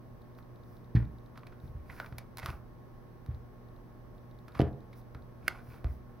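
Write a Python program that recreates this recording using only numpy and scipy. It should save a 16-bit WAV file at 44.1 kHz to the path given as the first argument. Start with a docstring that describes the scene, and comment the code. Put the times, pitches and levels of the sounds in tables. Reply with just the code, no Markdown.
"""A quiet room with a wooden table, on which a model of hard plastic bricks is handled.
Bumps ring the table's modes; bricks strike with filtered contacts and chatter, and loose ones rattle.
Sliding parts hiss and slip along the plastic, and one piece snaps home, ringing the hollow shell.
Fingers brush as swells of hiss; a lens motor ticks on a clock over air noise, sine hum and a fan whine."""
import sys
import numpy as np
from scipy import signal
from scipy.fft import rfft, irfft
from scipy.io import wavfile

SR = 44100
rng = np.random.default_rng(int(sys.argv[2]) if len(sys.argv) > 2 else 0)


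def wav_out(sig):
    """Save sig, one row per channel (or a flat mono array), as 16-bit PCM at SR to the path in sys.argv[1]."""
    wavfile.write(sys.argv[1], SR, np.round(np.clip(np.atleast_2d(sig).T, -1, 1) * 32767).astype(np.int16))


N = 273420

# model bumps table: (time [s], level before the wood's low-pass [dB],
# contact low-pass [Hz], rebound high-pass [Hz])
KNOCKS = [(0.9493, -11.5, 184, 87), (0.9666, -16.5, 162, 87), (1.059, -34.5, 194, 80),
          (1.634, -34, 127, 70), (1.691, -34, 118, 55), (1.749, -31, 96, 35), (2.122, -31.5, 179, 98),
          (2.484, -29, 135, 45), (3.286, -24, 120, 69), (4.5972, -12, 633, 96), (4.605, -28, 520, 95),
          (4.6187, -17.5, 404, 65), (5.152, -35, 255, 50), (5.844, -38, 757, 250), (5.846, -21, 77.5, 30)]
# plastic pushed along plastic: (start [s], length [s], level [dB])
SLIDES = [(1.906, 0.1, -57.5), (2.446, 0.057, -48.5), (4.574, 0.023, -54.5), (5.456, .13, -59.5),
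          (5.695, .07, -61.5)]

SLIDE_ATTACK_S, SLIDE_RELEASE_S = 0.025, 0.022  # time constants


def amp(db):
    """Decibels to gain."""
    return 10 ** (np.asarray(db) / 20)


def evened(x):
    """Scales to rms 1."""
    return x / np.sqrt(np.mean(x ** 2) + 1e-20)


def sized(x, span_s):
    """Scales a blow to the energy of rms 1 held for span_s."""
    return x / np.sqrt(np.sum(x ** 2) / (span_s * SR) + 1e-20)


def read(points, hz):
    """Interpolates a curve on a log-frequency axis."""
    f, value = np.transpose(points)
    return np.interp(np.log(hz + 1), np.log(f + 1), value)


def add(mix, time_s, sound):
    """Mixes a sound in at time_s."""
    part = mix[max(round(time_s * SR), 0):][:len(sound)]
    part += sound[:len(part)]


def coloured(x, points):
    """Filters a full-length sound by a dB curve."""
    gain = amp(read(points, np.fft.rfftfreq(N, 1 / SR)))
    return irfft(rfft(x) * gain, N)


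def causal(gain, size=2048):
    """Minimum-phase impulse response with this gain, by folding the cepstrum."""
    cepstrum = irfft(np.log(gain + 1e-6))
    cepstrum[1:size // 2] *= 2
    cepstrum[size // 2 + 1:] = 0
    return irfft(np.exp(rfft(cepstrum)))


def bins(size=2048):
    """Frequencies [Hz] of a short impulse response."""
    return np.fft.rfftfreq(size, 1 / SR)


def background(air_rms_db=-52.5, waver=0.03):
    """Partly correlated stereo air noise, plus hum and whine lines that waver in level and phase."""
    # room air spectrum: (frequency [Hz], relative level [dB per Hz])
    air_colour = [(12, -24), (22, -9), (35, 1.5), (50, -8), (100, -6.5), (167, -8.5), (600, -18.5),
                  (1100, -23.5), (1430, -29), (1740, -30.5), (2720, -42.5), (6100, -47), (7600, -63.5),
                  (10000, -50), (13000, -46.5), (16000, -47.5)]
    # left-right correlation of the air: (frequency [Hz], correlation [1])
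    likeness = [(30, 0.57), (120, 0.34), (500, 0.22), (1500, 0.19), (4000, 0.087), (15000, 0.09)]
    # mains hum and faint fan whine: (frequency [Hz], nominal rms before channel offset [dB])
    hum_lines = [(120, -55.5), (240, -65), (360, -68), (480, -73), (600, -73), (1089, -71.5), (1741, -87.5),
                 (7865, -99), (15735, -96.5)]
    t = np.arange(N) / SR
    a, b = rfft(rng.standard_normal((2, N)))
    same = np.clip(read(likeness, np.fft.rfftfreq(N, 1 / SR)), -1, 1)
    left_right = np.array([a, same * a + np.sqrt(1 - same ** 2) * b])
    air = evened(coloured(irfft(left_right, N), air_colour))
    knots = np.linspace(0, t[-1], num=40)
    hum = 0
    for hz, db in hum_lines:
        swell, drift = (np.interp(t, knots, row) for row in rng.standard_normal((2, len(knots))))
        level = np.sqrt(2) * amp(db) * (1 + waver * swell)
        phase = 2 * np.pi * (hz * t + rng.random()) + waver * drift * np.sqrt(hz / 120)
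        hum += level * np.sin(phase)
    channel_offset = amp([[-0.5], [0.5]])
    return (amp(air_rms_db) * air + hum) * channel_offset


def rattle(decay_s, amount):
    """One contact, then a dying chatter of tiny ones, flattened to a fairly even spectrum."""
    t = np.arange(len(bins())) / SR
    force = rng.standard_normal(len(t)) * np.exp(-t / decay_s) * (1 - np.exp(-3 * t / decay_s))
    force *= amount / np.linalg.norm(force)
    force[0] = 1
    gain = abs(rfft(force, 2 * len(t) - 2))
    flattener = causal(1 / (gain + gain.mean() / 3))
    return signal.fftconvolve(force, flattener)[:2 * len(t)]


def ticks(span_s=0.0023, decay_s=0.0018, chatter=1.7, cycle_s=0.2085, beats_s=(0.0099, 0.1419),
          spread_db=1.8):
    """A lens motor steps on a steady clock, two thin ticks a cycle, while it adjusts."""
    # tick spectrum: (frequency [Hz], relative level [dB per Hz])
    tick_colour = [(500, -42), (2600, -18), (3800, 11.5), (5200, -4), (8000, -19), (12500, -0.5),
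                   (16000, -19.5)]
    # spells of adjusting: (start [s], end [s], median tick level [dB])
    lens_spells = [(0.18, 1.72, -66.5), (3.3, 3.4, -62.5), (3.64, 3.82, -67.5), (4.14, 5.27, -67.5)]
    out, ring = np.zeros(N), causal(amp(read(tick_colour, bins())))
    clock = np.add.outer(np.arange(0, N / SR, cycle_s), beats_s).ravel()
    for start, end, db in lens_spells:
        for s in clock[(clock > start) & (clock < end)]:
            level = amp(db + spread_db * rng.standard_normal())
            tick = signal.fftconvolve(rattle(decay_s, chatter), ring)
            add(out, s, level * sized(tick, span_s))
    return out


def brushes():
    """Skin moving over the bricks gives soft swells of high hiss."""
    # strokes of skin: (middle [s], peak level [dB], half-length [s])
    brush_strokes = [(0.389, -62, .034), (0.725, -66, 0.19), (0.99, -65, 0.068), (1.66, -65.5, .11),
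                     (1.998, -58.5, 0.26), (2.5, -60.5, 0.19), (4.983, -59, 0.067), (5.712, -62, 0.23),
                     (5.924, -64.5, .14)]
    # skin hiss spectrum: (frequency [Hz], relative level [dB per Hz])
    skin_colour = [(1000, 0), (3000, -12), (5500, -2.5), (7800, -19.5), (10000, -3), (12500, -3),
                   (16000, 6.5)]
    speed = np.zeros(N)
    for s, db, half_s in brush_strokes:
        add(speed, s - half_s, amp(db) * np.hanning(int(2 * half_s * SR)) ** 2)
    return speed * evened(coloured(rng.standard_normal(N), skin_colour))


def shell():
    """The hollow shell's short ring after one contact: decaying modes of alternating sign."""
    # brick shell modes: (frequency [Hz], relative level [dB], t60 [s])
    shell_modes = [(700, -22, .006), (1120, -17, .009), (1565, 0, .012), (2180, 0, .014), (2830, -14, .012),
                   (3680, -17, .009), (4450, -15, .007), (5000, -11, .008), (6600, -25, .003),
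                   (9200, -19, .003), (10700, -9, .004), (11900, -13, .004), (13800, -12, .003)]
    t = np.arange(2 * len(bins()) - 2) / SR
    return sum((-1) ** k * amp(db - 60 * t / t60) * np.sin(2 * np.pi * hz * t)
               for k, (hz, db, t60) in enumerate(shell_modes))


def stroke(t, start, length, db):
    """Finger pressure builds, holds and lets go."""
    before = np.maximum(start - t, 0)
    after = np.maximum(t - start - length, 0)
    return amp(db) * np.exp(-before / SLIDE_ATTACK_S - after / SLIDE_RELEASE_S)


def slides(slips_per_s=450, spread_db=5, hiss_share=1.0, grit_hz=2400, ring_share=0.54):
    """Sliding plastic hisses, and catches in small uneven slips that knock and ring the shell."""
    # sliding hiss spectrum: (frequency [Hz], relative level [dB per Hz])
    slide_colour = [(200, 9.5), (700, 7.5), (1200, -2.5), (2200, -9), (2900, -20), (4800, -6.5),
                    (7800, -21), (11000, -8.5), (16000, -15)]
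    t = np.arange(N) / SR
    slips = (rng.random(N) < slips_per_s / SR).astype(float)
    slips *= amp(spread_db * np.minimum(rng.exponential(1, N), 2.5))
    slips *= rng.choice([-1, 1], N)
    ring = signal.oaconvolve(slips, shell())[:N]
    band = signal.butter(N=3, Wn=[900, grit_hz], btype="band", fs=SR, output="sos")
    grit = evened(signal.sosfilt(band, slips)) + ring_share * evened(signal.sosfilt(band, ring))
    hiss = evened(coloured(rng.standard_normal(N), slide_colour))
    pressure = sum(stroke(t, *row) for row in SLIDES)
    return pressure * evened(evened(grit) + hiss_share * hiss)


def bumps(push_db=-12.5, follow_db_per_db=0.42, soft_hz=140, low_hz=70, lead_s=0.01195):
    """All bumps on the table: the knocks, and the soft push just before each stroke."""
    pushes = [(s - lead_s, push_db + follow_db_per_db * db, soft_hz, low_hz) for s, _, db in SLIDES]
    return KNOCKS + pushes


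def knocks(span_s=0.0035):
    """Each bump rings the table top; a soft contact reaches only the low modes."""
    # table modes, a mix of short thuds and longer rings: (frequency [Hz], relative level [dB], t60 [s])
    table_modes = [(79.8, 2, 0.25), (117.5, 10, 0.14), (284, 2, 0.039), (431, 4, 0.053), (61.4, 0.5, 0.44),
                   (133, 0.5, 0.25), (175, -1, 0.14), (211.8, -5, 0.35), (251.5, -1, 0.26),
                   (304.5, 0.5, 0.2), (406, -4, 0.16), (477, -9, 0.37), (513, -23, 0.51), (543, -23, 0.18),
                   (670, 2.5, 0.11), (727, -7.5, 0.28), (842, -17.5, 0.82)]
    t, out = np.arange(SR * 3 // 4) / SR, np.zeros(N)
    ring = sum(amp(db - 60 * t / t60) * np.cos(2 * np.pi * hz * t) for hz, db, t60 in table_modes)
    for s, db, soft_hz, low_hz in bumps():
        contact = signal.butter(N=3, Wn=soft_hz, fs=SR, output="sos")
        rebound = signal.butter(N=2, Wn=low_hz, btype="high", fs=SR, output="sos")
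        blow = signal.sosfilt(np.vstack([contact, rebound]), ring)
        add(out, s, amp(db) * sized(blow, span_s))
    wood = signal.butter(N=4, Wn=900, fs=SR, output="sos")  # wood passes little treble
    return signal.sosfilt(wood, out)


def loose_bricks(count=6, shake_db=-31, shake_gap_s=0.014, fade_db_per_s=130,
                 catch_db=6.5, catch_gap_s=0.02, spread_db=3,
                 median_hz=1586, spread_oct=0.35, treble_db=-12, chatter_s=0.0052):
    """Small uneven clicks: a dying few shaken out by each knock, and catches along each stroke."""
    shaken = [(s + wait, db + shake_db - fade_db_per_s * wait) for s, db, _, _ in KNOCKS
              for wait in shake_gap_s * (np.arange(count) + rng.random(count))]
    caught = [(s + wait, db + catch_db) for s, length, db in SLIDES
              for wait in catch_gap_s * (np.arange(2 * count) + rng.random(2 * count))
              if wait < length + SLIDE_RELEASE_S]
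    events = shaken + caught
    chance = rng.standard_normal((len(events), 2))
    return [(s, db + spread_db * force, treble_db, median_hz * 2 ** (spread_oct * part), chatter_s)
            for (s, db), (force, part) in zip(events, chance)]


def clicks(span_s=0.001, chatter=2.8, treble_hz=2500, part_db=7, part_width_hz=110):
    """Brick strikes brick: a sharp contact and brief chatter ring the struck part at its own pitch. One faint
    bright click at 3.26 s is a tick of the lens motor."""
    # strikes, and one lens tick at 3.26 s: (time [s], level [dB], treble tilt reached two octaves above
    # treble_hz [dB], pitch of the struck part [Hz], chatter decay [s])
    strikes = [(0.3873, -47.5, -8, 1240, 0.001), (0.953, -42, 4, 4360, .0025),
               (0.959, -33, -10, 1810, 0.0089), (1.355, -47, -7, 1220, 0.011),
               (1.374, -41.5, 6, 1330, 0.0058), (1.4335, -45, -21.5, 1160, 0.0014),
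               (1.468, -45.5, 7, 2420, 0.0036), (1.521, -49.5, -5, 1440, 0.011),
               (1.896, -37.5, -26, 2030, 0.0076), (2.0, -28, -4.5, 1470, 0.0019),
               (2.0451, -40.5, -18, 1180, 0.0014), (2.061, -43.5, 2, 2320, 0.0032),
               (2.124, -44.5, -8, 1310, 0.0027), (2.183, -33.5, 18, 2290, .0026),
               (2.372, -36, 16.5, 4060, .0008), (2.3835, -35, 18, 1030, 0.0013),
               (2.391, -38, 13, 2110, .0012), (2.397, -37.5, 13, 2142, 0.0024),
               (2.4297, -35.5, -4, 2000, .004), (2.4602, -27.5, 9, 1200, 0.00098),
               (2.502, -40, 9, 1130, .002), (3.2623, -52.5, 12, 3700, 0.0012),
               (4.481, -43.5, 6, 1320, 0.004), (4.548, -36.5, -2, 1180, 0.0092),
               (4.592, -32, -3, 1180, 0.0035), (4.605, -30.5, -6, 2970, 0.0015),
               (4.615, -33.5, 1, 3080, 0.0017), (4.929, -49, 5, 2170, 0.0055),
               (5.148, -42, -2, 1330, 0.0019), (5.4797, -23, 12.5, 2170, 0.0021),
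               (5.8438, -39.5, 0, 1210, .0014)]
    # click spectrum: (frequency [Hz], relative level [dB per Hz])
    click_colour = [(150, -20.5), (500, 2), (900, 1.5), (1300, 1.5), (2200, -1), (2900, -9.5), (3700, -8.5),
                    (5000, -11.5), (7800, -30), (11000, -20), (16000, -21)]
    hz, out = bins(), np.zeros(N)
    treble = np.clip(np.log2(hz / treble_hz + 1e-9) / 2, 0, 1)
    for s, db, treble_db, part_hz, decay_s in strikes + loose_bricks():
        part = 1 + amp(part_db) / (1 + ((hz - part_hz) / part_width_hz) ** 2)
        ring = causal(part * amp(read(click_colour, hz) + treble_db * treble))
        force = rattle(decay_s, chatter * np.sqrt(decay_s * 1000))  # longer chatter is stronger
        add(out, s, amp(db) * sized(signal.fftconvolve(force, ring), span_s))
    return out


def snap(span_s=0.00066, decay_s=0.0006, chatter=0.33, crack_db=-11):
    """One hard contact gives a dull crack and rings the whole shell cleanly."""
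    # a piece snaps home: (time [s], level of the shell ring [dB])
    snaps = [(5.481, -12)]
    # crack spectrum: (frequency [Hz], relative level [dB per Hz])
    crack_colour = [(150, -15), (500, -6), (1100, 8), (3000, -3), (8000, -14), (16000, -23)]
    out = np.zeros(N)
    crack = sized(causal(amp(read(crack_colour, bins()))), span_s)
    ring = sized(shell(), span_s) + amp(crack_db) * crack
    for s, db in snaps:
        add(out, s, amp(db) * signal.fftconvolve(rattle(decay_s, chatter), ring))
    return out


def ports(x, left_lag_s=2.3e-5):
    """Two close microphone ports hear the direct sound with a small lag and imbalance."""
    # port imbalance: (frequency [Hz], left minus right [dB])
    port_balance = [(60, -0.3), (300, -1), (1200, -2), (2200, -4.5), (4400, -1.5), (8000, -.7),
                    (13000, -0.3)]
    hz = np.fft.rfftfreq(N, 1 / SR)
    half = amp(read(port_balance, hz) / 2) * np.exp(-1j * np.pi * hz * left_lag_s)
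    return irfft(rfft(x) * np.array([half, 1 / half]), N)


def room(x, gap_s=0.00086, width=0.29, taps_per_s=4000):
    """Sparse reflections, each band dying at its own speed, much alike at the two ports."""
    # reverberation: (frequency [Hz], t60 [s])
    decay_times = [(60, 0.38), (250, 0.42), (750, 0.5), (2000, 0.2), (5000, 0.19), (15000, .16)]
    size = SR * 3 // 4
    taps = rng.choice([-1., 1.], (2, size)) * (rng.random((2, size)) < taps_per_s / SR)
    taps *= np.arange(size) > gap_s * SR
    hz, t, z = signal.stft(taps, SR, nperseg=256)
    decay = amp(-60 * t / read(decay_times, hz)[:, None])
    mid, side = signal.istft(z * decay, SR, nperseg=256)[1]
    tail = np.array([mid + width * side, mid - width * side])
    return signal.fftconvolve(x[None], tail / np.linalg.norm(tail[0]), axes=1)[:, :N]


def scene():
    """Table and plastic, heard directly and through the room, over the background."""
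    # colour of the room's return: (frequency [Hz], gain [dB])
    echo_colour = [(60, 3.5), (200, 2), (700, 0.5), (2000, -0.5), (4000, -4), (8000, -5.5), (15000, -16.5)]
    small = ticks() + brushes()
    plastic = slides() + clicks()
    wood, latch = knocks(), snap()
    sent = amp(-11.5) * wood + amp(-7.0) * plastic + amp(-18.5) * latch + amp(-12) * small
    direct = ports(wood + plastic + latch + small)
    return direct + room(coloured(sent, echo_colour)) + background()


def record(dry, edge_hz=15980):
    """The recorder's band limit, a linear-phase low-pass."""
    low_pass = signal.firwin(511, edge_hz, window=("kaiser", 9), fs=SR)
    return signal.oaconvolve(dry, low_pass[None], "same")


dry = scene()
out = record(dry)
wav_out(out)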